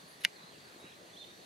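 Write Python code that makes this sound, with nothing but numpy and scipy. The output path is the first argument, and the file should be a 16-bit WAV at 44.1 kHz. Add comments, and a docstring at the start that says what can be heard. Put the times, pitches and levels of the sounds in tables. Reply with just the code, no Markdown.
"""A small bird strikes a nut once with its beak: one hard, dry knock, just after faint gritty ticks.
The blow excites the resonances of the nut and of the branch under it, and nearby twigs
scatter the sound. Other birds whistle far off, their tones blurred by many paths through the wood.
Behind them lies a soft hush of air, with faint rustles and a few dull bumps."""
import sys
import numpy as np
from scipy import signal
from scipy.fft import rfft, irfft
from scipy.io import wavfile
from scipy.ndimage import uniform_filter1d

SR = 44100
rng = np.random.default_rng(int(sys.argv[2]) if len(sys.argv) > 2 else 0)


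def pcm_store(signal):
    """Save signal as 16-bit PCM."""
    levels = np.round(np.clip(np.atleast_2d(signal), -1, 1) * 32767)
    wavfile.write(sys.argv[1], SR, levels.astype(np.int16).T)


N = 63945

# Spectrum of the hush. Each row: frequency in Hz, relative spectral density in dB.
AIR_SPECTRUM = [(15, -42), (25, -15), (53, -36), (114, -2), (170, -1.5), (263, -2), (384, -0.5),
                (1330, -5.5), (1940, -5), (2110, -9), (3250, -11), (3520, -8), (4140, -8), (5430, -16),
                (11000, -20), (14800, -31), (16000, -33)]
# Likeness of the hush at the two ears. Each row: frequency in Hz, correlation from -1 to 1.
AIR_CORRELATION = [(60, 0.93), (130, 0.91), (290, 0.55), (640, 0.18), (1410, -0.67), (3100, 0.56),
                   (6820, 0.5), (15000, 0.78)]
# Balance of the hush. Each row: frequency in Hz, left minus right in dB.
AIR_PAN = [(60, 7.5), (180, -0.5), (550, 4.5), (1650, -2), (4970, 0), (15000, 1)]
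# The farthest birdsong. Each row: centre in Hz, width in Hz, level in dB.
CHORUS_BANDS = [(4415, 320, -71.5), (6210, 360, -74)]
# Dull bumps. Each row: start in seconds, frequency in Hz, level in dB, 60 dB decay time in seconds.
BUMP_EVENTS = [(.034, 173, -48.5, 0.083), (.436, 182, -47.5, 0.066), (.746, 264, -44, 0.021),
               (0.7614, 340, -42.5, 0.039), (0.8408, 345, -36.5, 0.016), (0.842, 177, -44, 0.063)]
# Soft rustles. Each row: start and length in seconds, centre and width in Hz, level in dB.
RUSTLE_EVENTS = [(0.045, .13, 10500, 2400, -63.5), (0.195, 0.041, 10400, 2400, -59),
                 (.207, 0.024, 4010, 220, -56), (0.789, 0.19, 2650, 700, -61),
                 (0.701, 0.23, 503, 356.4, -60), (.93, 0.2, 464, 367, -57.5)]
# Distant whistles. Each row: start and length in seconds, first, middle and last pitch in Hz,
# level in dB, scattered share of the power from 0 to 1.
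WHISTLE_NOTES = [(0.028, .16, 4250, 4530, 4290, -69.5, 0.8), (0.337, .115, 4620, 4070, 4067, -63.5, .6),
                 (0.449, 0.068, 4030, 4150, 4360, -64, 0.9), (0.498, 0.077, 3400, 3015, 2390, -66.5, 0.34),
                 (0.542, 0.16, 4450, 4585, 4100, -69.5, 0.8), (.79, .13, 3780, 3853, 3900, -63.5, 0),
                 (0.794, 0.03, 11000, 10850, 10700, -63.5, 0.9),
                 (0.903, 0.037, 3900, 3500, 2870, -64.5, 0.3), (0.938, 0.0308, 3750, 3980, 4300, -63, 0.2),
                 (1.125, 0.04, 3400, 3560, 3830, -60.5, 0.2), (1.16, 0.0924, 3800, 4153, 3890, -58.5, 0.23),
                 (1.153, .1, 2700, 3630, 2640, -56.5, 0.14), (1.196, 0.065, 3620, 3588, 3490, -57.5, 0.1),
                 (1.269, 0.065, 3600, 3714, 3730, -62, 0.3), (1.357, 0.092, 4420, 4360, 4290, -68.5, 0.9)]
# Reverberation of wood and twigs. Each row: frequency in Hz, 60 dB decay time in seconds.
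WOOD_DECAY = [(500, 0.25), (4000, 0.39), (12000, 0.36)]
TWIG_DECAY = [(1000, 0.069), (2200, 0.013), (5000, 0.032), (12000, 0.013)]
# Modes of the branch. Each row: frequency in Hz, level in dB, 60 dB decay time in seconds.
BRANCH_MODES = [(189, -45.5, 0.063), (928, -37.5, 0.021), (1910, -47, 0.021), (2127, -31.5, 0.052),
                (2370, -39, .08), (3066, -41, 0.042)]
# Resonances of nut and beak. Each row: centre and width in Hz, level in dB, left minus right in dB.
NUT_RESONANCES = [(1550, 220, 3, -17), (2010, 315, 18, -4.5), (2730, 290, 13.5, -10.5), (2960, 215, 15, 7),
                  (3450, 140, 9.5, 8), (3900, 680, 8, -3), (4580, 560, 1, -12), (5280, 580, 3, 6),
                  (6250, 400, 3, 0), (7160, 310, -5, -9), (9070, 260, -2, -7.5), (10670, 590, 2, 7),
                  (12450, 740, -5.5, 3), (15000, 700, -24, 1)]
# Faint gritty bursts and ticks just before the knock. 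Each row: start and length in seconds, level in dB.
GRIT_BURSTS = [(0.207, .008, -37), (0.2154, .009, -29), (0.2351, 0.0076, -25), (.238, 0.011, -15),
               (0.2426, .006, -16), (.2467, 0.0034, -21.5)]

AIR_DB, AIR_PATCH_DB, AIR_SWELL_DB = -55.5, 1.5, -0.33
WHISTLE_EDGE_S, PITCH_WAVER, FLUTTER_DB, ARCH_FLATNESS = 0.014, 0.0054, 0.7, 2.7
WOOD_GAP_S, TWIG_GAP_S = 0.012, 0.0015
PECK_S, PECK_DB = 0.2492, -0.5
GRIT_RISE_S, GRIT_FADE_DB, GRIT_BRIGHTNESS = 0.0003, -19, 0.55
NUT_BASE_DB, NUT_LOW_HZ, NUT_LOW_ORDER = -21, 1344, 17
BEND_DELAY_S, BEND_HZ, RIGHT_LEAD_RAD = 0.00093, 5550, 0.98


def amp(db):
    """Amplitude grows tenfold for every 20 dB."""
    return 10 ** (np.asarray(db) / 20)


def unit(x):
    """Normalisation to an rms of 1."""
    return x / np.sqrt(np.mean(x ** 2) + 1e-20)


def read(points, hz):
    """Interpolation of a table on a log-frequency axis."""
    f, value = np.transpose(points)
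    return np.interp(np.log(hz + 1), np.log(f + 1), value)


def pan(db):
    """An interaural level difference, as left and right gains."""
    return amp(np.array([[db], [-db]]) / 2)


def add(mix, start_s, sound):
    """Superposition: a sound adds to the mix from its start time."""
    part = mix[:, max(round(start_s * SR), 0):][:, :sound.shape[-1]]
    part += sound[..., :part.shape[1]]


def drift(n, rate_hz):
    """Low-passed Gaussian noise: a random wandering of rms near 1."""
    hz = np.fft.rfftfreq(N, 1 / SR)
    return unit(irfft(rfft(rng.standard_normal(N)) * np.exp(-(hz / rate_hz) ** 2), N))[:n]


def echoes(x, decay, gap_s):
    """Reverberation: dense random reflections decay exponentially, each band at its own rate."""
    hz, t, spectra = signal.stft(rng.choice([-1., 1.], (2, SR // 2)), SR, nperseg=64)
    tail = signal.istft(spectra * amp(-60 * t / read(decay, hz)[:, None]), SR, nperseg=64)[1]
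    tail /= np.linalg.norm(tail, axis=1, keepdims=True)
    tail = np.pad(tail, ((0, 0), (round(gap_s * SR), 0)))
    return signal.fftconvolve(x, tail, axes=1)[:, :N]


def air(size=1024):
    """Partly coherent noise at the two ears makes a wide hush, with drifting spectral patches."""
    hz = np.fft.rfftfreq(size, 1 / SR)
    frames = N * 4 // size + 5
    noise = rng.standard_normal((5, frames, len(hz))).swapaxes(1, 2)
    left, independent = noise[0] + 1j * noise[1], noise[2] + 1j * noise[3]
    patches = uniform_filter1d(noise[4], size=12, axis=1)  # smooth in time
    patches = unit(uniform_filter1d(patches, size=10, axis=0))  # and in frequency
    correlation = read(AIR_CORRELATION, hz)[:, None]
    right = correlation * left + np.sqrt(1 - correlation ** 2) * independent
    side = amp(read(AIR_PAN, hz) / 2)[:, None]
    spectra = np.array([left * side, right / side])
    spectra *= amp(read(AIR_SPECTRUM, hz)[:, None] + AIR_PATCH_DB * patches)
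    hush = signal.istft(spectra, nperseg=size, noverlap=size * 3 // 4)[1][:, :N]
    return unit(hush) * amp(AIR_DB + AIR_SWELL_DB * drift(N, 4.3))


def chorus(wander_hz=130, swell_db=2.5):
    """Multiple scattering in the wood smears the farthest birdsong into wandering bands of noise."""
    out = np.zeros((2, N))
    for hz, width, db in CHORUS_BANDS:
        carrier = np.exp(2j * np.pi * np.cumsum(hz + wander_hz * drift(N, 5)) / SR)
        scattered = np.array([drift(N, width) + 1j * drift(N, width) for _ in range(2)])
        out += (carrier * scattered).real * amp(db + swell_db * drift(N, 5))
    return out


def bumps(rise_s=0.00066, low_cut_hz=134):
    """Heavily damped low oscillations are heard as dull thuds."""
    out, t = np.zeros((2, N)), np.arange(SR // 6) / SR
    for start, hz, db, t60 in BUMP_EVENTS:
        envelope = amp(db - 60 * t / t60) * (1 - np.exp(-t / rise_s))
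        add(out, start, envelope * np.sin(2 * np.pi * hz * t))
    highpass = signal.butter(2, low_cut_hz, "highpass", fs=SR, output="sos")
    return signal.sosfilt(highpass, out) * pan(db=1)


def rustles(spread=0.7):
    """Band-limited noise under a brief, smooth envelope is heard as a rustle."""
    out, hz = np.zeros((2, N)), np.fft.rfftfreq(N, 1 / SR)
    for start, length, centre, width, db in RUSTLE_EVENTS:
        noise = rng.standard_normal(N) + spread * rng.standard_normal((2, N))
        band = unit(irfft(rfft(noise) * np.exp(-2 * ((hz - centre) / width) ** 2), N))
        swell = np.hanning(round(length * SR))
        add(out, start, amp(db) * swell * band[:, :len(swell)])
    return out


def far_birds(blur_hz=195, wood_db=-6):
    """Multipath propagation: each gliding whistle arrives both directly and scattered by the trees."""
    out = np.zeros((2, N))
    for start, length, first, middle, last, db, blur in WHISTLE_NOTES:
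        t = np.arange(0, length, 1 / SR)
        position = 2 * t / length - 1
        slide = (last - first) / 2 * position
        arch = ((first + last) / 2 - middle) * abs(position) ** ARCH_FLATNESS
        hz = (middle + slide + arch) * (1 + PITCH_WAVER * drift(len(t), 210))
        envelope = np.clip(np.minimum(t, length - t) / WHISTLE_EDGE_S, 0, 1)
        envelope *= amp(db + FLUTTER_DB * drift(len(t), 60))
        scattered = drift(len(t), blur_hz) + 1j * drift(len(t), blur_hz)
        paths = np.sqrt(2 * (1 - blur)) + np.sqrt(blur) * scattered
        carrier = np.exp(2j * np.pi * np.cumsum(hz) / SR)
        add(out, start, envelope * (paths * carrier).real)
    return (out + amp(wood_db) * echoes(out, WOOD_DECAY, WOOD_GAP_S)) * pan(db=-4.5)


def branch_response():
    """Modal ringing: the struck branch vibrates as a sum of damped sinusoids."""
    t = np.arange(SR // 4) / SR
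    ring = sum(amp(db - 60 * t / t60) * np.sin(2 * np.pi * hz * t) for hz, db, t60 in BRANCH_MODES)
    return ring * (1 - np.exp(-t / BEND_DELAY_S))


def nut_response(size=4096):
    """Resonance and dispersion shape the impulse response of the nut at each ear."""
    hz = np.fft.rfftfreq(size, 1 / SR)
    power = amp(NUT_BASE_DB) ** 2
    for centre, width, db, side_db in NUT_RESONANCES:
        power += (amp(db) * pan(side_db) / (1 + 2 * ((hz - centre) / width) ** 2)) ** 2
    # A small body radiates little at low frequencies.
    power *= 1 / (1 + (NUT_LOW_HZ / (hz + 1)) ** (2 * NUT_LOW_ORDER)) + amp(-33)
    log_gain = np.log(np.hstack([power, power[:, -2:0:-1]])) / 2
    spectrum = np.exp(signal.hilbert(log_gain).conj())[:, :len(hz)]  # minimum phase
    # Bending waves carry the treble first.
    spectrum *= np.exp(-2j * np.pi * BEND_DELAY_S * BEND_HZ * (1 - np.exp(-hz / BEND_HZ)))
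    spectrum[0] *= np.exp(-1j * RIGHT_LEAD_RAD)  # the left ear lags in phase
    return irfft(spectrum)[:, :size // 2]


def grit():
    """Noise transients: short, decaying bursts are heard as faint gritty ticks before the knock."""
    out = np.zeros((1, N))
    for start, length, db in GRIT_BURSTS:
        t = np.arange(0, length, 1 / SR)
        burst = signal.lfilter([1, -GRIT_BRIGHTNESS], [1], rng.standard_normal(N))[:len(t)]
        burst *= np.minimum(t / GRIT_RISE_S, 1) * amp(GRIT_FADE_DB * t / length)
        add(out, start, amp(db) * burst / np.linalg.norm(burst))
    return out


def knock(twigs_db=-13.5, wood_db=-31.5):
    """Impact excitation: the beak sets nut and branch ringing; twigs and trees scatter the sound."""
    drive = grit()  # the ticks share the colour of the knock
    add(drive, PECK_S, amp([PECK_DB]))  # the blow is one impulse
    shell = signal.fftconvolve(drive, nut_response(), axes=1)[:, :N]
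    branch = signal.fftconvolve(drive[0], branch_response())[:N]
    direct = shell + branch
    twigs = amp(twigs_db) * echoes(shell, TWIG_DECAY, TWIG_GAP_S)
    wood = amp(wood_db) * echoes(direct, WOOD_DECAY, WOOD_GAP_S)
    return direct + twigs + wood


def scene():
    """Sound pressures add: the knock close by and the wood around it."""
    return knock() + far_birds() + chorus() + rustles() + bumps() + air()


def record(dry):
    """Band limiting: a linear-phase low-pass filter removes the highest treble."""
    lowpass = signal.firwin(255, cutoff=15900, window=("kaiser", 9), fs=SR)
    return signal.oaconvolve(dry, lowpass[None], "same")


dry = scene()
out = record(dry)
pcm_store(out)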